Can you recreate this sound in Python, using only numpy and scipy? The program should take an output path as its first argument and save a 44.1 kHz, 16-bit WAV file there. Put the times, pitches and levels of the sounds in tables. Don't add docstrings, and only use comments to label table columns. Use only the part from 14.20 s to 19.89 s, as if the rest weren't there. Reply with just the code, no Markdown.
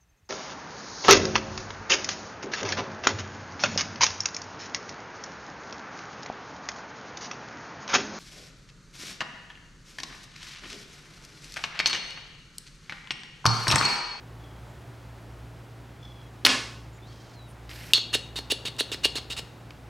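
import sys
import numpy as np
from scipy import signal
from scipy.io import wavfile
from scipy.ndimage import uniform_filter1d

SR = 44100
rng = np.random.default_rng(int(sys.argv[2]) if len(sys.argv) > 2 else 0)


def generate_wav(signal):
    frames = np.transpose(np.atleast_2d(signal))
    scaled = np.clip(frames, -1, 1) * 32767
    pcm = np.round(scaled).astype(np.int16)
    wavfile.write(sys.argv[1], SR, pcm)


N = 250929
TIME = np.arange(N) / SR


def amp(db):
    return 10 ** (np.asarray(db) / 20)


def unit_rms(x):
    return x / np.sqrt(np.mean(x ** 2) + 1e-20)


def curve_at(points, hz):
    f, value = np.transpose(points)
    return np.interp(np.log(hz + 1), np.log(f + 1), value)


def ringing(modes):
    t = np.arange(SR // 2) / SR
    ring = sum((-1) ** k * amp(db - 60 * t / t60) * np.sin(2 * np.pi * hz * t)
               for k, (hz, db, t60) in enumerate(modes))
    return ring / np.linalg.norm(ring)


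def resonant(peaks):
    return ringing([(hz, db + 20 * np.log10(width), np.log(1000) / np.pi / width)
                    for hz, width, db in peaks])


def excite(drive, ring):
    return signal.fftconvolve(drive, ring)[:N]


def noise(shape_db, size, likeness=lambda hz: 1):
    hz = np.fft.rfftfreq(size, 1 / SR)[:, None]
    t = np.arange(N * 4 // size + 5) * size / 4 / SR
    a, b, c, d = rng.standard_normal((len(t), len(hz), 4)).T
    like = np.clip(likeness(hz), 0, 1)
    left = a + 1j * b
    right = like * left + np.sqrt(1 - like ** 2) * (c + 1j * d)
    spectra = np.array([left, right]) * amp(shape_db(hz, t))
    return signal.istft(spectra, nperseg=size, noverlap=size * 3 // 4)[1][:, :N]


def wander(top_hz):
    rates = np.geomspace(.2, top_hz, num=16)
    return unit_rms(sum(np.sin(2 * np.pi * (hz * TIME + rng.random())) / np.sqrt(hz) for hz in rates))


# f/Hz, level/dB
ROOM_COLOUR = [(15, -40.5), (25, -28.5), (43, -16), (66, -4.5), (84, -35), (117, -3.5), (190, -15),
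               (317, -15.5), (344, -25.5), (373, -12.5), (405, -19), (818, -20), (1130, -23.5),
               (1440, -24.5), (16000, -50)]
# f/Hz, left-right likeness/0..1
ROOM_LIKENESS = [(60, 1.0), (180, 0.95), (550, 0.89), (1650, 0.87), (4970, 1), (15000, 1)]
def room_tone():
    bed = noise(lambda hz, t: curve_at(ROOM_COLOUR, hz), 2048, lambda hz: curve_at(ROOM_LIKENESS, hz))
    upper = signal.sosfilt(signal.butter(4, 150, "high", fs=SR, output="sos"), bed[0])
    return amp(-50.5 + .6 * wander(2.26)) * bed / np.std(upper)


def machine_hum():
    beat = np.sin(np.pi * (TIME - .72) / .765)
    motors = amp(-45) * (beat * np.sin(2 * np.pi * 59.2 * TIME) + .189 * np.cos(2 * np.pi * 58.5 * TIME))
    turns = np.cumsum(58 + .5 * wander(2.7)) / SR
    overtones = sum(amp(db + .75 * wander(5.6)) * np.sin(2 * np.pi * k * turns)
                    for k, db in [(2, -46), (5, -63.5), (6, -63)])
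    dip = amp(np.interp(TIME, [5.46, 5.52, 5.6, 5.69], [.5, -12, -7, 2]))
    return dip * (motors + overtones) * amp([[-.4], [.4]])


def slip_tone(path, partials, waver, shake_db):
    times, hz, db = np.transpose(path)
    lead = max(partials, key=lambda partial: partial[1])[0]
    span = slice(round(times[0] * SR), round(times[-1] * SR))
    t = TIME[span]
    flutter, shake = unit_rms(uniform_filter1d(rng.standard_normal((2, SR // 2)), 200))[:, :len(t)]
    turns = np.cumsum(np.interp(t, times, hz) * (1 + waver * flutter)) / SR / lead
    envelope = np.sqrt(2) * amp(np.interp(t, times, db) + shake_db * shake)
    out = np.zeros(N)
    out[span] = sum(amp(partial_db) * np.sin(2 * np.pi * k * turns) for k, partial_db in partials)
    out[span] *= envelope * signal.windows.tukey(len(t), .1)
    return out


# t/s, length/s, strongest partial f/Hz, crest level/dB
SQUEAKS = [(0.189, 0.23, 3400, -61), (1.785, 0.31, 3457, -53.5), (2.878, .24, 3274, -59)]
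# multiple of the slip rate, level/dB
SQUEAK_PARTIALS = [(3.74, -13), (4, -1.5), (5, -19), (6, -15), (7, -20)]
def squeaks():
    rise, sag, fade_db = .22, .045, 13
    out = np.zeros(N)
    for start, length, hz, db in SQUEAKS:
        path = [(start, hz, db - fade_db), (start + rise * length, hz * (1 - rise * sag), db),
                (start + length, hz * (1 - sag), db - fade_db)]
        out += slip_tone(path, SQUEAK_PARTIALS, waver=.004, shake_db=4.7)
    return out


def swish(start, stop, hz, width, db):
    length = round((stop - start) * SR)
    band = signal.butter(2, [hz - width / 2, hz + width / 2], "band", fs=SR, output="sos")
    grit, catch = rng.standard_normal((2, SR // 2))[:, :length]
    catch_db = 1.85 * unit_rms(uniform_filter1d(catch, 500))
    envelope = amp(db + catch_db) * signal.windows.tukey(length, .2)
    out = np.zeros(N)
    out[round(start * SR):][:length] = envelope * unit_rms(signal.sosfilt(band, grit))
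    return out


# start t/s, stop t/s, f/Hz, width/Hz, level/dB
FINGER_SLIDES = [(.47, 0.528, 7200, 1500, -73), (2.726, 2.782, 7100, 710, -66.5),
                 (2.78, 2.792, 2200, 412, -57.5), (2.853, 3.174, 4760, 3000, -61),
                 (3.279, 3.328, 9900, 3000, -65)]
def finger_slides():
    return sum(swish(*cue) for cue in FINGER_SLIDES)


# f/Hz, width/Hz, level/dB, t60/s
SPRING_CLUSTERS = [(2846, 300, -8, .07), (3330, 40, -13, .4), (3700, 600, -2, .22), (4300, 450, -1, .24),
                   (4300, 50, -11, 0.41), (5330, 550, -10, 0.14), (6560, 800, -16, 0.24),
                   (8580, 1100, -12, 0.073)]
def spring_ring():
    t, ring = np.arange(SR // 2) / SR, 0
    for hz, width, db, t60 in SPRING_CLUSTERS:
        pitches = hz + width / 2 * rng.standard_normal((80, 1))
        modes = np.sin(2 * np.pi * (pitches * t + rng.random((80, 1))))
        ring = ring + amp(db - 60 * t / t60) * modes.sum(0)
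    return ring / np.linalg.norm(ring)


# f/Hz, width/Hz, level/dB
BARREL = [(2820, 187, 4.5), (3740, 238, 1), (4405, 320, -2.5), (5200, 260, -7), (6720, 490, -10),
          (7900, 780, -10.5), (9900, 1200, -16.5), (11600, 1700, -26), (14200, 900, -24)]
TICK = [(7560, 990, -9.5), (10250, 1200, 4.5), (13900, 670, -12)]
CLACK = [(1375, 290, -13.5), (2000, 1600, -6.5), (3100, 800, -23.5), (4070, 1700, 1), (5500, 670, -2)]
THUD = [(275, 80, -6), (434, 90, 3), (600, 160, -2), (970, 340, -7), (1735, 190, -2)]
END_CAP = [(1430, 510, -3.5), (2200, 560, -0.5), (3000, 410, 2), (4940, 920, -5.5)]
CONTACTS = {"latch": (3, -6.5, -7, -6.7, -37.5, -20, 0.1), "hard": (-17, -26, -5, -2, -12.5, -18, 1),
            "soft": (-23, -27.5, -15.5, 4.5, -10.5, -30, 2), "jolt": (-0.4, -19.5, -10, -10, -8, -19, 1.3),
            "tap": (-16, -30, -28.5, -16, -17, -5.4, 3.7)}
def strike(hits, springs, grip):
    drive, t = np.zeros((6, N + 1024)), TIME[:1024]
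    for start, db, contact in hits:
        *parts_db, contact_ms = CONTACTS[contact]
        push = (rng.standard_normal(1024) + 7 * (t == 0)) * np.exp(-(t * 1000 / contact_ms) ** 2)
        push /= np.linalg.norm(push)
        drive[:, round(start * SR):][:, :1024] += amp(db) * amp(parts_db)[:, None] * push
    barrel, spring, tick, clack, thud, cap = drive
    thud = uniform_filter1d(abs(thud), size=6)
    lie = np.searchsorted([row[0] for row in STROKES], np.arange(N + 1024) / SR) % len(springs)
    zing = sum(excite(spring * (lie == k), ring / abs(ring).max()) for k, ring in enumerate(springs))
    return grip * zing + ring_parts([barrel, tick, clack, thud, cap], [BARREL, TICK, CLACK, THUD, END_CAP])


def ring_parts(drives, parts):
    return sum(excite(drive, ring / abs(ring).max()) for drive, ring in zip(drives, map(resonant, parts)))


# t/s, level/dB, contact
BLOWS = [(2.2493, -14, "soft"), (3.493, -25.5, "tap"), (3.513, -25.5, "tap"), (3.533, -30, "tap"),
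         (3.563, -36, "tap"), (3.7349, -1.5, "latch"), (3.736, -25.5, "hard"), (3.7433, -28.5, "hard"),
         (4.391, -55, "latch"), (4.566, -41.5, "latch"), (4.698, -56, "latch"), (5.5065, -26.5, "tap")]
def blows(springs, grip):
    return strike(BLOWS, springs, grip)


# t/s, level/dB
BOUNCES = [(2.2643, 0), (2.269, -7), (2.272, -15)]
def snap():
    slam_s, gap_s, fall_db = 2.2512, .00117, 3
    on_rod, on_cap = (0, -10, -13), (-12, 0, -8)
    rod = KEEP_ROD
    hits = [(slam_s + k * gap_s, -k * fall_db, on_rod) for k in range(4)]
    hits += [(start, db, on_cap) for start, db in BOUNCES]
    drive = np.zeros((3, N))
    for start, db, parts_db in hits:
        push = np.eye(1, 8) + .2 * rng.standard_normal(8)
        drive[:, round(start * SR):][:, :8] += amp(db) * amp(parts_db)[:, None] * push
    return ring_parts(drive, [rod, END_CAP, TICK])


# f/Hz, level/dB
RATTLE_COLOUR = [(76, -51), (130, -36), (253, -10.5), (335, -10.5), (453, -7), (522, -13.5), (1080, -9),
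                 (1270, -6), (1490, -17.5), (1610, -7.5), (5080, -2.5), (10300, -17.5), (16000, -45.5)]
# f/Hz, level/dB, t60/s
RATTLE_MODES = [(252, -5, 0.2), (1080, -5, .2), (1490, -2, .22), (1718, -5, .2), (2171, -8, .2),
                (2548, -6, .2), (2780, -2, 0.15), (3290, -4, .1)]
def rattle():
    start_s, peak_s, dulling_s = 2.255, 2.301, .025
    loss_db_per_octave, fall_db_per_s = 5.5, 111

    def colour_db(hz, t):
        dulled = np.clip((t - start_s) / dulling_s, 0, 1)
        return curve_at(RATTLE_COLOUR, hz) - loss_db_per_octave * dulled * np.log2(hz / 3000 + 1)

    clatter = noise(colour_db, size=256)
    tones = excite(rng.standard_normal(N), ringing(RATTLE_MODES))
    swell_db = np.interp(TIME, [start_s, peak_s], [-22.5, -19.5], left=-220)
    envelope = amp(swell_db - fall_db_per_s * np.maximum(TIME - peak_s, 0))
    return envelope * (unit_rms(clatter) + amp(-8) * unit_rms(tones))


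# t/s, f/Hz, level/dB
WHISTLES = [
    [(2.82, 3480, -57), (2.846, 3580, -60), (2.888, 4430, -61), (2.94, 4550, -70), (2.98, 5170, -71),
     (3.03, 5100, -70)],
    [(3.13, 4460, -64), (3.205, 3925, -57), (3.262, 3890, -62.5), (3.29, 3650, -65.5)],
]
def whistles():
    return sum(slip_tone(path, [(1, 0)], waver=.002, shake_db=1.7) for path in WHISTLES)


# f/Hz, width/Hz, level/dB
COCKING_BANDS = [(2200, 1520, -50.5), (4720, 2000, -54), (7500, 3000, -60.5), (11800, 3500, -59)]
def cocking(start_s, stop_s):
    return sum(swish(start_s, stop_s, *band) for band in COCKING_BANDS)


# start t/s, knock t/s, level/dB of rub at start, of rub at end and of knock, motion
STROKES = [(3.738, 3.78, -34.5, -53, -20.5, "recoil"), (3.929, 3.951, -37, -21.5, -11, "drop"),
           (4.158, 4.189, -32.5, -36, -20.5, "lift"), (4.3, 4.321, -34.5, -23, -11, "drop"),
           (4.452, 4.482, -33, -36.5, -25, "lift"), (4.584, 4.607, -37.5, -23, -12, "drop"),
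           (4.717, 4.745, -29, -39.5, -22.5, "lift"), (4.833, 4.854, -44, -21, -11, "drop"),
           (4.955, 4.984, -27.5, -37, -23.5, "lift"), (5.1, 5.133, -34.5, -39, -30, "lift"),
           (5.164, 5.193, -39.5, -33, -20.5, "ease")]
MOTIONS = {"ease": (-16, -5, -23, 0.0034, "soft"), "drop": (0, -6.5, 5, 0.0059, "hard"),
           "lift": (-2, -6, 5.1, 0.0028, "soft"), "recoil": (5.9, 7, -21.5, .001, "soft")}
def plunger_rub(springs):
    rub, air = np.zeros((2, N))
    sends = np.zeros((len(springs), N))
    for k, (start, knock, start_db, stop_db, _, motion) in enumerate(STROKES):
        send_db, hiss_db, _, gap_s, _ = MOTIONS[motion]
        stop = max(knock - gap_s, start + .002)
        span = slice(round(start * SR), round((stop + .1) * SR))
        t = TIME[span]
        gate = np.clip((t - start) / .003, 0, 1) * amp(-900 * np.maximum(t - stop, 0))
        force = gate * amp(np.interp(t, [start, stop], [start_db, stop_db]))
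        rub[span] += force
        sends[k % len(springs), span] += force * amp(send_db)
        air[span] += gate * amp((start_db + stop_db) / 2 + hiss_db)
    grains = unit_rms(rng.standard_normal(N) * (rng.random(N) < 9000 / SR))
    damped = springs * amp(-700 * TIME[:len(springs[0])])
    zing = sum(excite(send * grains, ring / np.linalg.norm(ring)) for send, ring in zip(sends, damped))
    return excite(rub * grains, resonant(BARREL)) + zing + air * seal_hiss()


def plunger_knocks(springs, grip):
    jolts = [(start, db + MOTIONS[motion][2], "jolt") for start, _, db, _, _, motion in STROKES]
    knocks = [(knock, db, MOTIONS[motion][-1]) for _, knock, _, _, db, motion in STROKES]
    return strike(jolts + knocks, springs, grip)


# f/Hz, level/dB
HISS_COLOUR = [(530, -31), (900, -8.5), (2190, -8), (2730, -24), (3910, -6.5), (5820, -10.5), (14400, -31),
               (16000, -35.5)]
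def seal_hiss():
    return unit_rms(noise(lambda hz, t: curve_at(HISS_COLOUR, hz), size=512)[0])


# f/Hz, t60/s
ROOM_DECAY = [(300, 1), (1500, 0.49), (4000, 0.52), (9000, 0.34), (15000, 0.15)]
def workshop_reverb(send):
    taps = np.zeros((2, SR))
    slots = np.arange(200, SR - 20, 20)
    arrivals = slots + rng.integers(0, 20, (2, len(slots)))
    np.put_along_axis(taps, arrivals, rng.choice([-1., 1.], arrivals.shape), 1)
    taps[1] = .68 * taps[0] + .087 * taps[1]
    hz, t, spectra = signal.stft(taps, SR, nperseg=256)
    tail = signal.istft(spectra * amp(-60 * t / curve_at(ROOM_DECAY, hz)[:, None]), SR, nperseg=256)[1]
    return signal.fftconvolve(send[None], tail / np.linalg.norm(tail[0]), axes=1)[:, :N]


def scene():
    springs = [spring_ring() for _ in range(3)]
    grip = amp(-3006 * np.maximum(TIME - 5.246, 0))
    pump = grip * plunger_rub(springs) + finger_slides() + cocking(start_s=3.485, stop_s=3.74)
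    pump += plunger_knocks(springs, grip) + blows(springs, grip) + snap()
    far = squeaks() + whistles()
    direct = (pump + rattle()) * amp([[-.5], [.5]]) + far
    return direct + workshop_reverb(amp(-13.5) * pump + amp(-22) * far) + room_tone() + machine_hum()


def record(dry):
    thinned = signal.sosfilt(signal.butter(2, 42, "high", fs=SR, output="sos"), dry)
    clipped = np.clip(thinned, -.97, .97)
    high_cut = signal.firwin(511, 16100, window=("kaiser", 9), fs=SR)
    return signal.oaconvolve(clipped, high_cut[None], "same")


# f/Hz, width/Hz, level/dB
KEEP_ROD = [(3243, 444, -1), (4300, 430, 2.5), (5700, 770, -9)]

dry = scene()
out = record(dry)
generate_wav(out)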